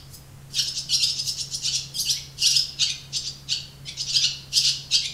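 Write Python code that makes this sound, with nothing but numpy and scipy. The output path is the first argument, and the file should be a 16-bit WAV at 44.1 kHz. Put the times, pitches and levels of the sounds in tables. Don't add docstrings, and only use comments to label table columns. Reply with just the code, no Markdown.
import sys
import numpy as np
from scipy import signal
from scipy.fft import rfft, irfft
from scipy.io import wavfile
from scipy.ndimage import uniform_filter1d

SR = 44100
rng = np.random.default_rng(int(sys.argv[2]) if len(sys.argv) > 2 else 0)


def level_to_linear(level):
    exponent = np.asarray(level, float) / 20
    return 10 ** exponent


def dump(signal):
    limited = np.clip(np.atleast_2d(signal).T, -1, 1)
    pcm = np.round(limited * 32767).astype(np.int16)
    wavfile.write(sys.argv[1], SR, pcm)


N = 226612
FRAME = 6144
TOP_HZ = 15780

PARTIALS = [(1, 0), (0, 1), (1, -1), (-1, 2), (2, -1), (3, -2), (1, 1), (0, 2), (2, 0), (3, -1), (1, 2),
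            (2, 1), (3, 0)]


def low_bird():
    notes_sung = [(.605, 4594, -22, -7.5), (1.692, 4587, -22, -4.2), (1.77, 4235, -24.5, 0.3),
                  (2.838, 4670, -18.5, -4.4), (3.534, 4605, -19.5, -4), (4.173, 4923, -15, -2.5),
                  (4.256, 4390, -18, -5.5), (4.68, 4413, -20.5, -4), (4.959, 4780, -16, -2.5)]
    return bird(sung(notes_sung, dip=.795, gap=.333), length_s=.045, echo_db=-3,
                wait=0.4273, locked=1, lead=0.59, throat_size=0.9555, side_db=-6.5, sum_db=5.5,
                rough=0.56, onset_rough=0.17, dip_db=-4.5, lower_db=0.8)


def deep_notes():
    notes_sung = [
        (2.182, 3370, -38, -4),
        (2.91, 3753, -25.5, 7.5),
        (3.898, 3453, -31.5, 9),
        (5.062, 3623, -26, 8.5),
    ]
    return bird(sung(notes_sung, dip=.878, gap=.334), length_s=.048, echo_db=-3,
                wait=.4, locked=.99, lead=0.2, throat_size=1.266, side_db=0.73, sum_db=6.5,
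                rough=0.76, onset_rough=-0.5, dip_db=-9, lower_db=5)


def high_bird():
    chirps = [
        (.957, 5636, -18.5, 4246, 1436),
        (1.048, 5085, -16.5, 4037, 1360),
        (2.02, 6450, -23.5, 4767, 1695),
        (2.122, 5907, -19.5, 4442, 1697),
        (2.482, 5740, -16.5, 4384, 1651),
        (2.575, 5167, -14.5, 4250, 1553),
    ]
    calls = []
    for end_s, top_hz, level_db, dip_hz, gap_hz in chirps:
        strain_khz = max(top_hz - 5800, 0) / 1000
        tilt_db = 1.24 + 10 * strain_khz
        calls.append((end_s, dip_hz, top_hz, gap_hz, level_db, tilt_db))
    return bird(calls, length_s=.066, echo_db=-3, stretch=0.97,
                wait=.52, locked=0.18, lead=0.15, throat_size=1.0222, side_db=-2, sum_db=3.5,
                rough=.25, onset_rough=.15, flutter_hz=230, flutter=.3, dip_db=-8, lower_db=6)


def hoarse_bird():
    notes_sung = [(.694, 5270, -25.5, -1), (.795, 5225, -26, -0.5), (1.112, 5340, -24, -3.5),
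                  (1.206, 5086, -24, -0.5), (1.303, 5335, -23.5, 1.5), (1.418, 5516, -25.5, -1),
                  (1.56, 5670, -25.5, 3), (1.668, 5600, -25, 0), (1.765, 5220, -25, 1.5),
                  (3.178, 5054, -23, -2.5), (3.284, 4800, -27.5, -5.5), (4.021, 5050, -25.5, -3),
                  (4.113, 4710, -26, -5)]
    return bird(sung(notes_sung, dip=.715, gap=.247), length_s=.052, echo_db=-3,
                wait=.55, locked=0.05, lead=0.45, throat_size=0.9523, side_db=1, sum_db=9,
                rough=.32, onset_rough=1.9, flutter_hz=239.5, flutter=.05, dip_db=-6.5, lower_db=-1)


def young_bird():
    notes_sung = [(-.08, 4970, -31, -6.5), (.155, 5080, -40, 18.5), (.56, 5200, -37, 10),
                  (.6, 5550, -21, 1.5), (.635, 5360, -31.5, 11.5), (1.29, 5480, -30, 13),
                  (2.405, 5300, -49, 0.1), (2.436, 5220, -21.5, 4), (2.522, 5000, -19.5, 2.5),
                  (2.602, 5350, -27.5, 1), (4.585, 4963, -14, 2.5), (4.66, 4814, -18.5, -0.5),
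                  (4.70, 4700, -20, -1.5)]
    return bird(sung(notes_sung, dip=.85, gap=.295), length_s=.06, echo_db=-3,
                wait=.45, locked=.3, lead=0.37, throat_size=0.98, side_db=-0.19, sum_db=.1,
                rough=1, onset_rough=0, dip_db=-10, lower_db=3.5)


def sung(notes_sung, dip, gap):
    return [(end_s, dip * top_hz, top_hz, gap * top_hz, level_db, tilt_db)
            for end_s, top_hz, level_db, tilt_db in notes_sung]


def bird(calls, length_s, echo_db, stretch=0, **voice):
    lead_in = round(.3 * SR)
    direct = np.zeros(N + 2 * lead_in)
    for end_s, dip_hz, top_hz, gap_hz, level_db, tilt_db in calls:
        call_s = length_s * ((top_hz - dip_hz) / 1300) ** stretch
        stop = lead_in + round((end_s + .15 * call_s) * SR)
        call = chirp(dip_hz, top_hz, gap_hz, tilt_db, call_s, **voice)
        direct[stop - FRAME:stop] += level_to_linear(level_db) * call
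    echoes = signal.fftconvolve(direct, room())[:len(direct)]
    return (direct + level_to_linear(echo_db) * echoes)[lead_in:lead_in + N]


def chirp(dip_hz, top_hz, gap_hz, tilt_db, length_s, wait, locked, lead, throat_size, side_db, sum_db,
          rough, onset_rough, dip_db, lower_db, flutter_hz=230, flutter=0):
    u = 1.15 - np.arange(FRAME)[::-1] / (length_s * SR)
    pitch = pitches(u, dip_hz, top_hz, gap_hz, wait, locked)
    gains = level_to_linear(partial_levels(u, wait, locked, lower_db, side_db, sum_db) + tilt_db * np.log2(pitch / 5000))
    gains = gains * (pitch < TOP_HZ)
    start_phase = rng.uniform(0, 2 * np.pi, (len(PARTIALS), 1))
    partials = gains * np.sin(np.cumsum(2 * np.pi * pitch / SR, axis=1) + start_phase)

    scatter = np.array([wander(427, FRAME) for _ in PARTIALS])
    settling = onset_rough * np.clip(1.6 - 1.46 * u / wait, 0, 1)
    treble_rough = .22 * np.log2(np.maximum(pitch / 5000, 1))
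    share = np.clip(rough + settling + treble_rough, 0, 1)
    sound = (partials * (np.sqrt(1 - share ** 2) + share * scatter)).sum(axis=0)

    beat = 1 + flutter * np.sin(2 * np.pi * (flutter_hz * length_s * u + rng.random()))
    swell_db = np.interp(u, [-1.2, -lead, .12, .5, .85, .97, 1.13],
                         [-120, dip_db - 39.5, dip_db - 5.0, dip_db, 0.1, -2.1, -40])
    call = throat(sound * beat * level_to_linear(swell_db), throat_size)
    return call / np.sqrt(uniform_filter1d(call ** 2, size=400).max())


def partial_levels(u, wait, locked, lower_db, side_db, sum_db):
    strengths = [3.5, -1.35, -3.5, -14.5, -2, -2, -4, -6.5, -2.5, -10.5, -8, -11, -8.5]
    levels = np.zeros((len(PARTIALS), FRAME))
    for row, (level_db, (upper, lower)) in enumerate(zip(strengths, PARTIALS)):
        levels[row] = level_db
        if (upper, lower) == (0, 1):
            levels[row] += lower_db
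        if (upper, lower) == (2, -1):
            levels[row] += side_db
        if (upper, lower) == (1, 1):
            levels[row] += sum_db
    climb = swoop(u, wait, 0)
    levels[0] += (1 - locked) * -3.5 * (1 - climb)
    levels[1] += (1 - locked) * -8 * climb
    return levels


def pitches(u, dip_hz, top_hz, gap_hz, wait, locked):
    together = swoop(u, wait, .45 + locked * (.25 - .45))
    alone = swoop(u, wait - .16, .15)
    guide_shape = alone + locked * (together - alone)
    jitter = 1 + 0.0057 * wander(320, FRAME)
    upper = (dip_hz + (top_hz - dip_hz) * together) * jitter
    guide = (dip_hz + (top_hz - dip_hz) * guide_shape) * jitter
    lower = guide - gap_hz * (guide / top_hz) ** locked
    return np.maximum(np.array(PARTIALS) @ np.array([upper, lower]), 500)


def swoop(u, wait, fall):
    climb = np.clip((u - wait) / (.9 - wait), 0, 1)
    falling = fall * np.minimum(1 - u / wait, 1.2) ** 2
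    return np.where(u < wait, falling, climb ** 2 * (3 - 2 * climb))


def throat(sound, throat_size):
    response = [(900, -49.5), (1600, -24.5), (1900, -25.5), (2300, -20.5), (2650, -5), (3800, -4),
                (5200, 0), (6300, -8), (8000, -16), (11000, -19.5), (15500, -27)]
    hz = np.maximum(np.arange(FRAME // 2 + 1) * SR / FRAME * throat_size, 20)
    return irfft(rfft(sound) * level_to_linear(at_hz(response, hz)))


def room():
    decay = [(1200, 1), (2500, 0.6), (4000, 0.55), (6000, 0.59), (9000, 0.19), (14000, 0.55)]
    s = np.arange(SR) / SR
    edges = 1000 * 2 ** np.arange(0, 4.1, .5)
    tail = np.zeros(SR)
    for low, high in zip(edges, edges[1:]):
        band_pass = signal.butter(2, [low, high], "band", fs=SR, output="sos")
        band = signal.sosfilt(band_pass, rng.standard_normal(SR))
        tail += band * level_to_linear(-60 * s / at_hz(decay, np.sqrt(low * high)))
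    build_up = np.clip((s - .003) / 0.0016, 0, 1)
    early_boost = 1 + 1.6 * np.exp(-s / 0.046)
    tail = tail * build_up * early_boost
    return tail / np.sqrt(np.sum(tail ** 2))


def hum():
    orders = [
        (68.8, -57.5, 1),
        (99, -63, -5),
        (136.7, -47.5, 2.5),
        (164.4, -64, 4.5),
        (199.3, -67, 2),
    ]
    out = np.zeros(N)
    for pitch_hz, level_db, wobble_db in orders:
        phase = np.cumsum(2 * np.pi * pitch_hz * (1 + 0.00342 * wander(2.4, N)) / SR)
        out += np.sqrt(2) * level_to_linear(level_db + wobble_db * wander(12.5, N)) * np.sin(phase)
    return out


def air():
    colour = [(20, -7.5), (60, -11), (110, -12), (190, -16), (380, -20.5), (630, -25), (1000, -26.5),
              (2000, -30.5), (4000, -33), (7000, -33), (12000, -37), (15700, -40.5)]
    hz = np.maximum(np.arange(N // 2 + 1) * SR / N, 20)
    spectrum = rfft(rng.standard_normal(N)) * level_to_linear(at_hz(colour, hz))
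    rms_above_rumble = np.sqrt(2 * np.sum(np.abs(spectrum[hz > 200]) ** 2)) / N
    return level_to_linear(-53) * irfft(spectrum, N) / rms_above_rumble


def wander(rate_hz, count):
    r = np.exp(-2 * np.pi * rate_hz / SR)
    run_in = count // 8
    noise = rng.standard_normal(count + run_in)
    slow = signal.lfilter([1], [1, -2 * r, r * r], noise)[run_in:]
    return slow / np.sqrt(np.mean(slow ** 2) + 1e-20)


def at_hz(points, hz):
    table_hz, values = np.array(points).T
    return np.interp(np.log(hz), np.log(table_hz), values)


def scene():
    flock = low_bird() + deep_notes() + high_bird() + hoarse_bird() + young_bird()
    return (flock + hum() + air())[None]


def roll_off(x):
    return signal.sosfilt(signal.butter(12, 15750, fs=SR, output="sos"), x)


def record(dry):
    hz = np.arange(N // 2 + 1) * SR / N
    mix = irfft(rfft(dry) * (hz < TOP_HZ), N)
    return roll_off(mix)


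dry = scene()
out = record(dry)
dump(out)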